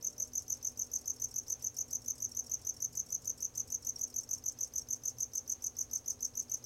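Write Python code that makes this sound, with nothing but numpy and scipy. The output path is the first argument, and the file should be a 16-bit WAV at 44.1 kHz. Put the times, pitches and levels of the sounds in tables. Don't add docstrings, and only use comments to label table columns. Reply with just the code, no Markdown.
import sys
import numpy as np
from scipy import signal
from scipy.fft import rfft, irfft, next_fast_len
from scipy.io import wavfile
from scipy.ndimage import uniform_filter1d

SR = 44100
rng = np.random.default_rng(int(sys.argv[2]) if len(sys.argv) > 2 else 0)


def wav_record(signal):
    frames = np.transpose(np.atleast_2d(signal))
    bounded = np.clip(frames, -1, 1)
    quanta = np.round(bounded * 32767).astype(np.int16)
    wavfile.write(sys.argv[1], SR, quanta)


def boost_factor(decibels):
    exponent = np.asarray(decibels, float) / 20
    return 10 ** exponent


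N = 293629

SINGER_PACE = [0.0236, 0.3317, 0.7712, 1.3384, 1.4790, 1.7639, 1.9074, 2.0578, 2.2001, 2.4936, 2.8003,
               3.5534, 3.8459, 3.9900, 4.5860, 5.3312, 5.4745, 5.9102, 6.3507, 6.6380]
# (frequency [Hz], level [dB])
TOOTH_COLOUR = [(4300, -10), (5000, -4), (6200, 3), (7200, 6.5), (7800, -4), (8250, -4), (8750, -6.5),
                (9500, -12), (10400, -4.5), (11300, -8.5), (12500, -10.5), (14000, -7.5), (16000, -13.5)]


def colour(x, points):
    hz, db = np.transpose(points)
    size = next_fast_len(len(x))
    axis = np.log(np.arange(size // 2 + 1) * SR / size + 1)
    gain = boost_factor(np.interp(axis, np.log(hz), db, left=-90))
    return irfft(rfft(x, size) * gain, size)[:len(x)]


def level(x, db):
    return x * boost_factor(db) / np.sqrt(np.mean(x ** 2))


def add(track, x, s):
    i = max(int(s * SR), 0)
    track[i:i + len(x)] += x[:max(N - i, 0)]


def resonance(x, hz, width_hz):
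    return signal.lfilter(*signal.iirpeak(hz, hz / width_hz, fs=SR), x)


def tail(t60, start_s):
    t = np.arange(int(.3 * SR)) / SR
    decay = np.exp(-np.log(1000) * t / t60)
    x = rng.standard_normal(len(t)) * decay * np.clip(t / start_s, 0, 1) ** 2
    return x / np.sqrt(np.sum(x ** 2))


def whine(curve):
    s, hz, db = np.transpose(curve)
    t = np.arange(N) / SR
    fade = np.clip(np.minimum(t - s[0] + .01, s[-1] - t) / .03, 0, 1)
    phase = 2 * np.pi * np.cumsum(np.interp(t, s, hz)) / SR
    return np.sqrt(2) * fade * boost_factor(np.interp(t, s, db)) * np.sin(phase)


def rumble_and_hiss():
    # (frequency [Hz], level [dB])
    low_floor = [(20, -0.5), (40, -12), (52, -4), (85, 1), (130, -5.5), (155, -13.5), (300, -12.5),
                 (420, -10.5), (650, -14.5), (1000, -17.5), (1800, -24.5), (4200, -28)]
    # (frequency [Hz], level [dB])
    hiss_colour = [(3000, -34), (4200, 8.5), (8000, 8.5), (16000, 2.5)]
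    rumble = level(colour(rng.standard_normal(N), low_floor + [(4600, -91)]), -63.5)
    return rumble + level(colour(rng.standard_normal(N), hiss_colour), -71)


def refrigerator():
    # (frequency [Hz], width [Hz], rms level [dB])
    panels = [(79.6, 2.5, -82), (93, 7.5, -70), (120, 12, -72.5), (243, 16, -75.5), (419, 23, -76.5),
              (557, 7.2, -84.5), (598, 4.8, -82), (753, 4.6, -82.5)]
    # (frequency [Hz], rms level [dB])
    motor = [(59.2, -71.5), (118.4, -69), (236.8, -77), (249.5, -70), (295.5, -77.5), (354.5, -84),
             (472.5, -75.5), (500.6, -80.5), (531, -81.5)]
    out = np.zeros(N)
    for hz, width_hz, db in panels:
        out += level(resonance(rng.standard_normal(N), hz, width_hz), db)
    for hz, db in motor:
        beat_db = uniform_filter1d(rng.standard_normal(N // 4096 + 1).repeat(4096), 4096)[:N]
        tone = np.sin(2 * np.pi * (hz * np.arange(N) / SR + rng.random()))
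        out += level(boost_factor(2.4 * beat_db) * tone, db)
    return out


def passing_whines():
    # (time [s], pitch [Hz], rms level [dB])
    thin = [
        (0.0, 570, -72),
        (0.30, 611, -70),
        (0.35, 624, -90),
    ]
    # (time [s], pitch [Hz], rms level [dB])
    engine = [
        (1.2, 117, -84),
        (1.5, 122, -70),
        (2.15, 139, -71),
        (2.5, 148, -88),
        (2.9, 160, -67),
        (3.7, 181.3, -77),
        (4.0, 180, -83),
    ]
    # (time [s], pitch [Hz], rms level [dB])
    moan = [
        (0, 187.4, -67),
        (.15, 189.3, -72),
        (.27, 208, -68),
    ]
    return whine(thin) + whine(engine) + whine(moan)


def clock():
    tick_s, rebound_s = .548, .045
    steps = np.zeros(N)
    steps[int(tick_s * SR)::SR] = 1
    steps[int((tick_s + rebound_s) * SR)::SR] = 0.91
    ring = colour(tail(0.45, 0.0019), [(400, -26), (800, 11.5), (1500, -2.5), (2500, 0.5), (4500, -1), (8000, -33)])
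    return boost_factor(-34) * signal.fftconvolve(steps, ring)[:N]


def chirp_times(pace):
    period_s = .147
    number = np.cumsum(np.round(np.diff(pace, prepend=pace[0]) / period_s))
    return np.interp(np.arange(number[-1] + 1), number, pace)


def stroke(t, hz0, hz1, ms, swell, fade, glide):
    u = np.clip(t * 1000 / ms, 0, 1)
    top = swell / (swell + fade)
    envelope = (u / top) ** swell * ((1 - u) / (1 - top)) ** fade
    cycles = ms / 1000 * (hz0 * u + (hz1 - hz0) * u ** (glide + 1) / (glide + 1))
    return envelope, 2 * np.pi * cycles


def rasps():
    # (time [s], force [dB], which has no effect below)
    neighbour_pace = [(0.122, 0), (0.862, -3), (1.008, -1), (1.308, -1), (1.492, -6), (1.616, -3),
                      (1.765, 0), (1.903, -5), (2.313, 2), (2.762, -1), (2.949, 1), (3.084, 1),
                      (3.242, 3.5), (3.399, 0), (3.573, -11), (3.697, 8), (3.844, -6), (3.981, -12),
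                      (4.097, 0), (4.23, -2), (4.516, 0), (4.669, 2), (5.096, 0), (5.218, -6), (5.372, -1),
                      (5.660, 1), (5.824, -1), (6.27, -5), (6.567, 2)]
    # (time from last stroke [ms], rasp level [dB], tone level [dB])
    neighbour_strokes = [
        (-37, -74.5, -62),
        (-24, -56.5, -52),
        (1.5, -54.5, -51),
    ]
    # (time from first stroke [ms], rasp level [dB], tone level [dB])
    singer_rasps = [
        (1.53, -61, -48),
        (17.05, -65, -65),
        (38.44, -62.5, -55),
    ]
    # (time [s], rasp level [dB], tone level [dB])
    accents = [(1.428, -62, -53), (0.665, -59, -50), (0.951, -56, -50), (3.822, -65, -48),
               (1.236, -52.5, -50), (1.307, -64, -42), (1.519, -60, -55), (1.765, -66, -34.5),
               (2.312, -58, -38), (2.46, -58, -40.5), (2.762, -72, -40.5), (2.927, -62, -53),
               (3.4, -67, -48), (3.549, -64, -50), (3.955, -66, -32), (4.097, -65, -44),
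               (4.230, -68, -41.5), (4.329, -54, -55), (4.376, -65, -41), (1.468, -70, -48),
               (4.775, -53.5, -52), (4.811, -65, -43.5), (4.921, -62, -54), (5.092, -66, -52),
               (5.372, -82, -41), (5.494, -69, -59), (5.514, -56, -50), (5.972, -63, -52),
               (6.103, -56.5, -41), (6.243, -72, -32.5)]
    pace, force_db = np.transpose(neighbour_pace)
    rows = []
    for s in chirp_times(pace):
        for ms, rasp_db, tone_db in neighbour_strokes:
            force = (ms == 0) * np.interp(s, pace, force_db)
            rows.append((s + ms / 1000, rasp_db + force, tone_db))
    for s in chirp_times(SINGER_PACE):
        for ms, rasp_db, tone_db in singer_rasps:
            rows.append((s + ms / 1000, rasp_db, tone_db))
    scatter = rng.standard_normal((len(rows), 3)) * [0, 1.5, 3]
    return np.vstack([rows + scatter, accents])


def neighbour():
    # (frequency [Hz], level [dB])
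    trays = [(4000, -4), (5000, 0.5), (5600, -1), (6500, -2.5), (7600, -2), (8600, 0), (10000, -0.5),
             (16000, 0.5)]
    # (frequency [Hz], width [Hz], level [dB])
    hollows = [(5300, 240, -5), (7930, 130, 2), (8690, 270, -0.5), (9630, 140, 0), (11360, 400, -1)]
    tone_hz, rasp_gain_db, tone_gain_db = 5600, 4, -3
    rasp, tone = np.zeros(N), np.zeros(N)
    t = np.arange(1 << 11) / SR
    burst = np.clip(t / .002, 0, 1) * np.exp(-(t / 0.0094) ** 1.73)
    rows = rasps()
    for (s, noise_db, ring_db), d in zip(rows, rng.standard_normal((len(rows), 2))):
        hz0, hz1 = tone_hz + 60 + 40 * d[0], tone_hz - 90 + 40 * d[1]
        envelope, phase = stroke(t, hz0, hz1, 11.1, 3.2, 1.0, 2.0)
        ring = np.sin(phase) + boost_factor(-31.0) * np.sin(2 * phase)
        add(tone, boost_factor(ring_db + tone_gain_db) * envelope * ring, s)
        add(rasp, boost_factor(noise_db + rasp_gain_db) * burst, s + 0.0006)
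    force = boost_factor(4 * np.minimum(rng.exponential(size=N // 48 + 1), 2)).repeat(48)[:N]
    clicks = rng.standard_normal(N) * force
    rasp = rasp * level(colour(colour(clicks, TOOTH_COLOUR), trays), 0)
    rings = sum(boost_factor(db) * resonance(rasp, hz, width_hz) for hz, width_hz, db in hollows)
    dry = tone + boost_factor(-4) * rasp + boost_factor(1.5) * rings
    return dry + boost_factor(-6) * signal.fftconvolve(dry, tail(0.068, 0.0039))[:N]


def singer():
    # (start [Hz], end [Hz], length [ms], swell [power], fade [power], glide [power], peak [dB])
    strokes = [
        (6306, 5700, 6.16, 0.51, 1.9, 0.74, -39),
        (6960, 5848, 11.18, 3, 0.88, 1.396, -29.0),
        (6853, 5834, 12.51, 1.12, 0.56, 1.083, -29.0),
    ]
    # (level under the stroke [dB], fall [dB/ms])
    octaves = [
        (-16.5, 5.5),
        (-7, 3),
        (-16, 1.5),
    ]
    # (lead [ms], start [Hz], end [Hz], length [ms], peak [dB])
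    cocking = (14, 5500, 4989, 18.5, -58)
    # (delay [ms], level [dB])
    echoes = [(0.0, -16.7), (1.759, 0.0), (3.252, -9.0), (4.855, -3.5), (5.938, -15.5), (7.37, -12.6),
              (8.503, -21.8), (10.328, -12.6), (12.66, -13.1), (13.977, -9.9), (15.874, -21.9),
              (19.432, -23.0)]
    # (frequency [Hz], level [dB])
    octave_colour = [(10500, -23), (11600, 6.5), (12200, -10), (12850, 3.5), (13300, -11), (13800, -32),
                     (15000, -30)]
    # (frequency [Hz], level [dB])
    bounce_colour = [(10500, -21), (11500, 5), (12200, 6), (12800, -0.5), (13500, -22), (15000, -30)]
    # (frequency [Hz], level [dB])
    box_front = [(3500, -18), (5000, -13), (5500, 0), (16000, -0.5)]
    octave_echo = 1.92
    spread_hz, spread_db, gap_spread_ms = 14, 0.33, .3
    stroke_ms = np.array([0.7, 15.5, 15.5 + 22.9])
    near, high, bounced, dry, teeth, cocked = np.zeros((6, N))
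    t = np.arange(1 << 11) / SR
    delay_ms, path_db = np.array(echoes).T[:, :, None]
    late = t - delay_ms / 1000
    times = chirp_times(SINGER_PACE)
    for s, draws in zip(times, rng.standard_normal((len(times), 3, 4))):
        starts = s + (stroke_ms + gap_spread_ms * draws[:, 3]) / 1000
        for start, (hz0, hz1, *shape, db), (octave_db, fall_db), d in zip(starts, strokes, octaves, draws):
            gain = boost_factor(db + spread_db * d[2])
            envelope, phase = stroke(late, hz0 + spread_hz * d[0], hz1 + spread_hz * d[1], *shape)
            phase = phase + 9 * d[3]
            octave = boost_factor(octave_db + octave_echo * path_db - fall_db * (late * 1000 - shape[0] / 2))
            add(near, gain * np.sum(envelope * boost_factor(path_db) * np.sin(phase), axis=0), start)
            paths = gain * envelope * octave * np.sin(2 * phase)
            add(high, paths[:4].sum(axis=0), start)
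            add(bounced, paths[4:].sum(axis=0), start)
            add(dry, gain * envelope[1] * np.sin(phase[1]), start)
            add(teeth, gain ** 0.85 * np.exp(-t / 0.016), start + 0.0029)
        early_ms, hz0, hz1, ms, db = cocking
        envelope, phase = stroke(t, hz0 + 90 * draws[0, 0], hz1, ms, 0.26, 1.16, 0.65)
        wobble = .2 * rng.standard_normal(len(t)).cumsum()
        add(teeth, boost_factor(db + 16.0) * envelope, s - early_ms / 1000)
        add(cocked, boost_factor(db + 1.3 * draws[0, 2]) * envelope * np.sin(phase + wobble), s - early_ms / 1000)
    bounced = colour(high * boost_factor(-28) + bounced, bounce_colour)
    high = colour(high, octave_colour)
    scratch = boost_factor(-33) * teeth * level(colour(rng.standard_normal(N), TOOTH_COLOUR), 0)
    room = signal.fftconvolve(dry + boost_factor(1) * bounced + scratch, tail(0.21, .02))[:N]
    room = colour(room, [(3000, -9), (5600, 5.5), (6000, -7), (6350, 0.5), (6700, 2.5), (7500, -19), (16000, 13)])
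    return colour(near, box_front) + cocked + high + bounced + scratch + boost_factor(-12.5) * room


def scene():
    kitchen = rumble_and_hiss() + refrigerator() + passing_whines() + clock()
    return (kitchen + neighbour() + singer())[None]


def top_cut(x):
    return signal.sosfilt(signal.butter(12, 16450, fs=SR, output="sos"), x)


def record(dry):
    top = signal.ellip(10, .2, 70, 16000, fs=SR, output="sos")
    mix = signal.sosfilt(top, dry)
    return top_cut(mix)


dry = scene()
out = record(dry)
wav_record(out)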